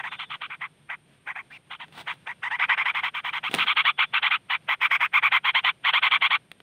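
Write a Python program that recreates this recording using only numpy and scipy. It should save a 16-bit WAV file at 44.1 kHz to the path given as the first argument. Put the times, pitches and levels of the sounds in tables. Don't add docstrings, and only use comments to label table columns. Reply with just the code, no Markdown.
import sys
import numpy as np
from scipy import signal
from scipy.fft import rfft, irfft, next_fast_len
from scipy.io import wavfile
from scipy.ndimage import uniform_filter1d, map_coordinates

SR = 44100
rng = np.random.default_rng(int(sys.argv[2]) if len(sys.argv) > 2 else 0)


def wav_out(sig):
    wavfile.write(sys.argv[1], SR, np.round(np.clip(np.atleast_2d(sig).T, -1, 1) * 32767).astype(np.int16))


N = 291942
TIME = np.arange(N) / SR

# t/s, length/s, level/dB, growth from first half to second/dB, mid pitch f/Hz,
# climb/share of pitch, roughness/0-1
NOTES = [(-0.032, 0.042, -29, -2, 900.0, 0.1, 0.28), (0.037, 0.051, -31.5, -2, 956, 0.26, 0.24),
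         (0.118, 0.039, -35, -6.5, 1110, 0.11, 0.6), (0.192, 0.054, -33.5, -3.5, 1094, -0.0088, 0.58),
         (0.302, 0.057, -33, 0.0, 1088, -0.072, 0.48), (0.412, 0.054, -33.5, -1.5, 1136, 0.18, 0.63),
         (0.502, 0.052, -35.5, -1.5, 1086, 0.11, 0.55), (0.611, 0.054, -32.0, -4, 1019, 0.18, 0.27),
         (0.895, 0.055, -33.0, -2, 955, 0.34, 0.39), (1.27, 0.05, -32, -0.5, 927, 0.31, 0.36),
         (1.356, 0.056, -34.5, -2.5, 940.0, 0.31, 0.2), (1.706, 0.052, -37, -2, 985, 0.3, 0.77),
         (1.801, 0.045, -38, -2.5, 918, 0.017, 0.17), (2.07, 0.055, -30.0, 0, 942, 0.38, 0.52),
         (2.268, 0.057, -33, -1.5, 922, 0.33, 0.2), (2.43, 0.055, -28, -1, 926, 0.21, 0.09),
         (2.509, 0.055, -27, -1.5, 942, 0.16, 0), (2.593, 0.06, -22, 2.5, 1051, 0.37, 0.4),
         (2.691, 0.055, -20, -1, 1021, 0.26, 0.37), (2.775, 0.055, -23.0, -1, 1015.0, 0.27, 0.26),
         (2.854, 0.057, -23.0, -1, 1037, 0.23, 0.22), (2.947, 0.059, -25.5, -1, 1044, 0.19, 0.34),
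         (3.032, 0.06, -26, -4.5, 1042, 0.15, 0.42), (3.145, 0.056, -29.5, -1, 1107, 0.3, 0.5),
         (3.244, 0.061, -29, -1, 1027, 0.16, 0.28), (3.33, 0.058, -28, 1.5, 1035, 0.14, 0.38),
         (3.436, 0.052, -27, 0.0, 1085.0, 0.34, 0.28), (3.584, 0.059, -21.5, 0, 1188, 0.16, 0.46),
         (3.669, 0.057, -20.5, 2.0, 1111, 0.059, 0.3), (3.766, 0.049, -18.5, 0, 1092, 0.14, 0.23),
         (3.85, 0.056, -18.5, 2.5, 1062, 0.21, 0.07), (3.988, 0.059, -20.0, -1.5, 1143, 0.14, 0.35),
         (4.137, 0.055, -21.5, -1, 1132, 0.25, 0.45), (4.225, 0.06, -21.0, 2.0, 1046, 0.32, 0.39),
         (4.308, 0.054, -20.5, 1, 1177, 0.25, 0.27), (4.501, 0.06, -23.0, -0.5, 1049, 0.29, 0.34),
         (4.686, 0.058, -22, 0.5, 990, 0.3, 0.31), (4.813, 0.057, -20, 0, 1115, 0.37, 0.41),
         (4.91, 0.057, -19, 0.5, 1051, 0.24, 0.18), (5.005, 0.058, -20.0, 0, 1089, 0.37, 0.28),
         (5.136, 0.054, -17.5, 3, 1100.0, 0.17, 0.14), (5.23, 0.052, -18.0, -1, 1102, 0.22, 0.23),
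         (5.319, 0.06, -18, 1.5, 1051, 0.23, 0.29), (5.447, 0.058, -20.0, 0.5, 1070, 0.21, 0.23),
         (5.548, 0.05, -19.5, -2.5, 1040, 0.11, 0.11), (5.644, 0.06, -19.5, 1.0, 1076, 0.21, 0.27),
         (5.847, 0.058, -19.5, 4, 1040.0, 0.18, 0.19), (5.933, 0.056, -19, 0, 1072, 0.26, 0.19),
         (6.026, 0.056, -18.5, 1, 1079, 0.17, 0.33), (6.114, 0.055, -18, 0, 1075.0, 0.11, 0.27),
         (6.218, 0.054, -18.5, 1.5, 1105, 0.24, 0.2), (6.307, 0.055, -19, 1, 1086, 0.19, 0.22)]
OVERTONES_DB = [4.5, 3.5, -4, -3.5, 3.5]
# f/multiple of the pitch, relative level per Hz/dB
RASP = [(0.301, -31), (0.58, -17), (0.8, -1), (1.221, 3.5), (1.499, -3), (1.851, -4.5), (2.3, 1.5),
        (2.8, -6), (4.2, -3), (6, -7)]
# f/Hz, relative level/dB
THROAT = [(200, -42), (400, -16.5), (650, -13.5), (880, -9), (1130, -4.5), (1400, -2), (1650, -2.5),
          (2250, 0.5), (2520, 1.5), (2780, -4), (3000, 1), (3200, 1), (3700, -10), (4300, -26.5),
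          (5100, -49.5), (7000, -65)]
# t/s, level above 2.7 kHz/dB
BEAK = [(0.0, -8.5), (0.15, 7.5), (0.4, 3), (0.53, -8.5), (1.35, -13.5), (1.7, 3.5), (2.07, -1), (2.3, -8),
        (2.8, -6), (3.0, 0), (3.45, 1.5), (3.6, 6), (4.5, 1.5), (5.0, -8), (5.55, 3.5), (6.3, 3)]
# f/Hz, relative level per Hz/dB
HISS = [(3500, -14), (4600, -3), (5150, -5), (5700, 0), (6500, 1), (7500, -9), (8400, 2), (9400, -3),
        (10300, -20), (12000, -30)]
# t/s, level against the voice/dB
HISS_DB = [(0.15, -35.5), (0.42, -46), (0.9, -40), (2.45, -34), (2.62, -45), (3.2, -35.5), (3.44, -37.5),
           (3.6, -44), (4.35, -47), (4.9, -37), (5.2, -42.5), (6.3, -44)]
# f/Hz, relative level per Hz/dB
SIZZLE = [(9000, -35), (10500, -24), (12300, -20), (13200, -6), (13900, -5), (14400, -9), (15150, 2),
          (15500, 0), (15900, -14)]
# t/s, level against the voice/dB
SIZZLE_DB = [(0.15, -42), (0.6, -46), (1.6, -40), (2.62, -48), (3.1, -37), (4.25, -43.5), (4.75, -36),
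             (5.6, -41)]
# f/Hz, relative level per Hz/dB
WHEEZE = [(4000, -25), (4600, -7.5), (5300, 0.5), (5800, -22.5), (7000, -44.5)]
# t/s, level against the voice/dB
WHEEZE_DB = [(1.4, -54), (2.4, -42), (3.4, -43), (3.7, -60.5), (4.5, -55), (4.9, -37), (5.35, -59)]
# f/Hz, relative level per Hz/dB
AIR = [(25, -26), (85, -11), (150, -1), (250, -9.5), (500, -14), (1200, -20), (2300, -18.5), (3400, -20),
       (4600, -31.5), (7000, -40), (10400, -38), (12200, -44), (16000, -52.5)]
# t/s, level/dB
RUMBLE_DB = [(0.3, -58.5), (0.72, -62), (1.68, -61.5), (1.95, -59), (6.6, -60.5)]
# f/Hz, spread to either side/Hz, level/dB
DRONES = [(149.4, 16, -71), (8870, 590, -75), (11240, 420, -87.5)]
# t/s, length/s, starting f/Hz, glide/Hz, level/dB
WHISTLES = [(0.03, 0.29, 3590, -110, -57), (3.9, 0.24, 3390, 90, -62)]
# f/Hz, relative level per Hz/dB
LEAVES = [(150, 0.5), (450, -6), (900, 4.5), (2200, -1), (3600, -0.5), (5000, -14.5), (7000, -23.5),
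          (9000, -16.5), (12000, -33.5), (15500, -19.5)]
# t/s, crack level/dB, crack decay/s, thud level/dB
KNOCKS = [(1.882, -50, 0.0028, -52), (1.924, -49, 0.008, -55), (2.138, -46, 0.003, -59),
          (3.495, -63, 0.002, -42), (3.5128, -30.5, 0.0038, -65), (3.541, -14, 0.0023, -28),
          (3.5451, -21, 0.0014, -25), (3.549, -14, 0.0012, -25), (3.648, -46, 0.003, -48),
          (3.778, -56, 0.0028, -44), (6.5161, -26.5, 0.00096, -58), (6.603, -41.5, 0.0017, -69)]
# f/Hz, relative level per Hz/dB
CRACK = [(150, -5.5), (500, -2), (900, -8), (2200, -3.5), (3600, -2.5), (5000, -23), (7000, -30.5),
         (9000, -15.5), (12000, -34), (15500, -29)]
# nominal f/Hz, relative level/dB, t60/s
BRANCH = [(108, -2.5, 0.033), (183, 0, 0.057), (290, 2.5, 0.03), (437, -2, 0.022), (550, -2, 0.028),
          (720, -1, 0.022)]
# t/s, rise over 20 dB/s, hold/s, fall over 20 dB/s, level/dB
BRUSHES = [(1.933, 0.008, 0.015, 0.034, -59), (1.98, 0.044, 0.036, 0.018, -41),
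           (2.127, 0.15, 0.012, 0.038, -52), (3.539, 0.048, 0.04, 0.11, -35)]

ATTACK_S, ATTACK_DB_PER_S, HOLD_SHARE, RELEASE_S, RELEASE_BEND = 0.0044, 1851, 0.82, 0.0185, 1.64
ROUGH_HELD, ROUGH_START, ROUGH_END, SAG_START, SAG_END, SETTLE_S = 0.36, 0.42, 0.5, 0.25, 0.38, 0.014
SCOOP, SCOOP_S, WANDER, WANDER_HZ = 0.2, 0.0101, 0.0448, 57
BEAK_EDGE = 1.4
CHEST_DB, CHEST_PER_BEAK, CHEST_PER_LEVEL = -0.4, 0.2, -0.17
SQUEAK_START_S, SQUEAK_S, SQUEAK_LOW_HZ, SQUEAK_TOP_HZ, SQUEAK_DB = 1.499, 0.083, 1430, 2720, -45.5
RUSTLE_LOW_HZ = 110
RATTLE_START_S, RATTLE_GAP_S, RATTLE_DECAY_S = 3.563, 0.018, 0.0023
RATTLE_CRACK_DB, RATTLE_THUD_DB, RATTLE_LOSS_DB = -35, -30.5, 3.5
EDGE_HZ = 15700


def amp(db):
    return 10 ** (np.asarray(db) / 20)


def unit(x):
    return x / np.sqrt(np.mean(x ** 2) + 1e-20)


def between(x):
    return np.clip(x, 0, 1)


def curve(points, t):
    return np.interp(t, *np.transpose(points))


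def colour(x, points):
    f, db = np.transpose(points)
    size = next_fast_len(len(x) + 1024)
    hz = np.fft.rfftfreq(size, 1 / SR)
    gain = amp(np.interp(np.log(hz + 1), np.log(f), db))
    return irfft(rfft(x, size) * gain, size)[:len(x)]


def noise(points, size):
    return unit(colour(rng.standard_normal(size), points))


def wobble(rate_hz, size):
    hz = np.fft.rfftfreq(size, 1 / SR)
    lowpass = np.exp(-(hz / rate_hz) ** 2) * (hz > 0)
    return unit(irfft(rfft(rng.standard_normal(size)) * lowpass, size))


def highpass(x, edge_hz):
    return signal.sosfilt(signal.butter(2, edge_hz, "high", fs=SR, output="sos"), x)


def add(mix, s, sound):
    start = round(s * SR)
    sound = sound[max(-start, 0):]
    part = mix[max(start, 0):][:len(sound)]
    part += sound[:len(part)]


def rasp(pitch):
    reference_hz = 1000
    place = np.cumsum(pitch / reference_hz)
    spectrum = [(k * reference_hz, db) for k, db in RASP] + [(8000, -60)]
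    source = noise(spectrum, int(place[-1]) + 8)
    return map_coordinates(source, [place], order=3, mode="nearest")


def syrinx(pitch, sag, rough, jitter=0.047, fray_hz=240, fray=1.2, raspiness=0.85, flutter_db=4.0,
           saturation=0.38):
    size = len(pitch)
    unsteady = jitter * rough * wobble(500, size) + 0.015 * wobble(190, size)
    turns = np.cumsum(pitch * (1 + unsteady)) / SR
    loose = np.clip(fray * rough, 0, 0.97)
    tone = np.zeros(size)
    for k, db in enumerate(OVERTONES_DB, 1):
        ragged = (wobble(fray_hz, size) + 1j * wobble(fray_hz, size)) / np.sqrt(2)
        strength = np.sqrt(1 - loose ** 2) + loose * ragged
        tone += amp(db) * (strength * np.exp(2j * np.pi * (k * turns + rng.random()))).real
    puffs = unit(rasp(pitch * sag) * amp(flutter_db * wobble(520, size)))
    share = np.clip(raspiness * rough, 0, 0.95)
    sound = np.sqrt(1 - share ** 2) * unit(tone) + share * puffs
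    return sound / (uniform_filter1d(sound ** 2, size=130) + 1e-6) ** (saturation / 2)


def note(s, length, level_db, growth_db, pitch_hz, climb, roughness):
    t = np.arange(-0.02, 0.09, 1 / SR)
    size = len(t)
    before = np.maximum(ATTACK_S - t, 0)
    after = np.maximum(t - HOLD_SHARE * length, 0) / RELEASE_S
    progress = between(t / length) - 0.5
    held_db = level_db + growth_db * np.clip(2 * progress, -0.5, 0.5)
    swell = amp(held_db - ATTACK_DB_PER_S * before - 20 * after ** RELEASE_BEND)

    scoop = SCOOP * between(before / SCOOP_S)
    pitch = pitch_hz * (1 + climb * progress - scoop + WANDER * wobble(WANDER_HZ, size))
    starting, ending = between(1 - t / SETTLE_S), between(after)
    sag = 1 - SAG_START * starting - SAG_END * ending
    rough = roughness + ROUGH_HELD + ROUGH_START * starting + ROUGH_END * ending

    beak_db = curve(BEAK, s)
    chest_db = CHEST_DB + CHEST_PER_BEAK * beak_db + CHEST_PER_LEVEL * (level_db + 19.5)
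    opening = [(1300, chest_db), (1750, 0.0026), (2520, 0), (2850, beak_db), (3700, beak_db),
               (4250, BEAK_EDGE * beak_db), (4800, 0.12 * beak_db)]
    voice = colour(colour(syrinx(pitch, sag, rough), THROAT), opening)
    voice = voice / np.std(voice[(t > 0) & (t < length)])

    breath = amp(curve(HISS_DB, s)) * noise(HISS, size)
    breath += amp(curve(SIZZLE_DB, s)) * noise(SIZZLE, size)
    breath += amp(curve(WHEEZE_DB, s)) * noise(WHEEZE, size)
    return s + t[0], swell * (voice + breath * amp(0.89 * wobble(400, size)))


def scolding():
    out = np.zeros(N)
    for row in NOTES:
        add(out, *note(*row))
    return out


def rumble_and_insects():
    out = noise(AIR, N) * amp(curve(RUMBLE_DB, TIME) + 1.1 * wobble(11.0, N))
    for hz, width, db in DRONES:
        angle = 2 * np.pi * hz * TIME
        out += amp(db) * unit(wobble(width, N) * np.cos(angle) + wobble(width, N) * np.sin(angle))
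    return out


def whistles():
    out = np.zeros(N)
    for s, length, hz, glide, db in WHISTLES:
        t = np.arange(0, length, 1 / SR)
        turns = np.cumsum(hz + glide * t / length + 85 * wobble(240, len(t))) / SR
        add(out, s, amp(db) * unit(np.sin(2 * np.pi * turns) * signal.windows.tukey(len(t), 0.5)))
    return out


def squeak(arch=0.88, lateness=1.35, jitter=0.102, octave_db=-25, hoarse_db=-12):
    phase = np.linspace(0, 1, round(SQUEAK_S * SR))
    size = len(phase)
    hz = SQUEAK_LOW_HZ + (SQUEAK_TOP_HZ - SQUEAK_LOW_HZ) * np.sin(np.pi * arch * phase ** lateness)
    turns = np.cumsum(hz * (1 + jitter * wobble(710, size))) / SR
    sound = np.sin(2 * np.pi * turns) + amp(octave_db) * np.sin(4 * np.pi * turns)
    sound += amp(hoarse_db) * noise(LEAVES, size)
    out = np.zeros(N)
    add(out, SQUEAK_START_S, amp(SQUEAK_DB) * unit(sound) * signal.windows.tukey(size, 0.3))
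    return out


def knocks():
    out, t = np.zeros(N), np.arange(6000) / SR
    onset = 1 - np.exp(-t / 0.00038)
    for s, crack_db, decay, thud_db in list(KNOCKS) + rattle():
        crack = noise(CRACK, len(t)) * np.exp(-t / decay)
        thud = np.zeros(len(t))
        for hz, db, t60 in BRANCH:
            turns = hz * rng.uniform(0.73, 1.17) * t + rng.random()
            thud += amp(db - 60 * t / t60) * np.sin(2 * np.pi * turns)
        add(out, s, amp(crack_db) * crack + amp(thud_db) * 0.72 * thud * onset)
    return highpass(out, 125)


def rustle():
    grains = rng.standard_normal(N) * (rng.random(N) < 7000 / SR)
    source = unit(grains) + 0.48 * rng.standard_normal(N)
    swish = highpass(unit(colour(source, LEAVES) * amp(0.72 * wobble(120, N))), RUSTLE_LOW_HZ)
    strokes = np.zeros(N)
    for s, rise, hold, fall, db in BRUSHES:
        rise_db = 20 * np.maximum((s - TIME) / rise, 0)
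        fall_db = 20 * np.maximum((TIME - s - hold) / fall, 0)
        strokes += amp(db - rise_db - fall_db)
    return swish * strokes


def rattle(count=4):
    return [(RATTLE_START_S + k * RATTLE_GAP_S, RATTLE_CRACK_DB - k * RATTLE_LOSS_DB,
             RATTLE_DECAY_S, RATTLE_THUD_DB - k * RATTLE_LOSS_DB) for k in range(count)]


def foliage(x, near_db=-13, near_t60=0.026, far_db=-36, far_t60=0.16):
    t = np.arange(SR // 2) / SR
    sparse = rng.random((2, len(t))) < 3000 / SR
    near, far = rng.standard_normal((2, len(t))) * sparse * (t > 0.001)
    near, far = near * amp(-60 * t / near_t60), far * amp(-60 * t / far_t60)
    echoes = amp(near_db) * near / np.linalg.norm(near) + amp(far_db) * far / np.linalg.norm(far)
    return x + signal.fftconvolve(x, echoes)[:N]


def scene():
    bush = foliage(scolding() + squeak() + knocks() + rustle())
    return (bush + rumble_and_insects() + whistles())[None]


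def record(dry):
    lowpass = signal.firwin(511, EDGE_HZ, window=("kaiser", 9), fs=SR)
    return signal.oaconvolve(dry, lowpass[None], "same")


dry = scene()
out = record(dry)
wav_out(out)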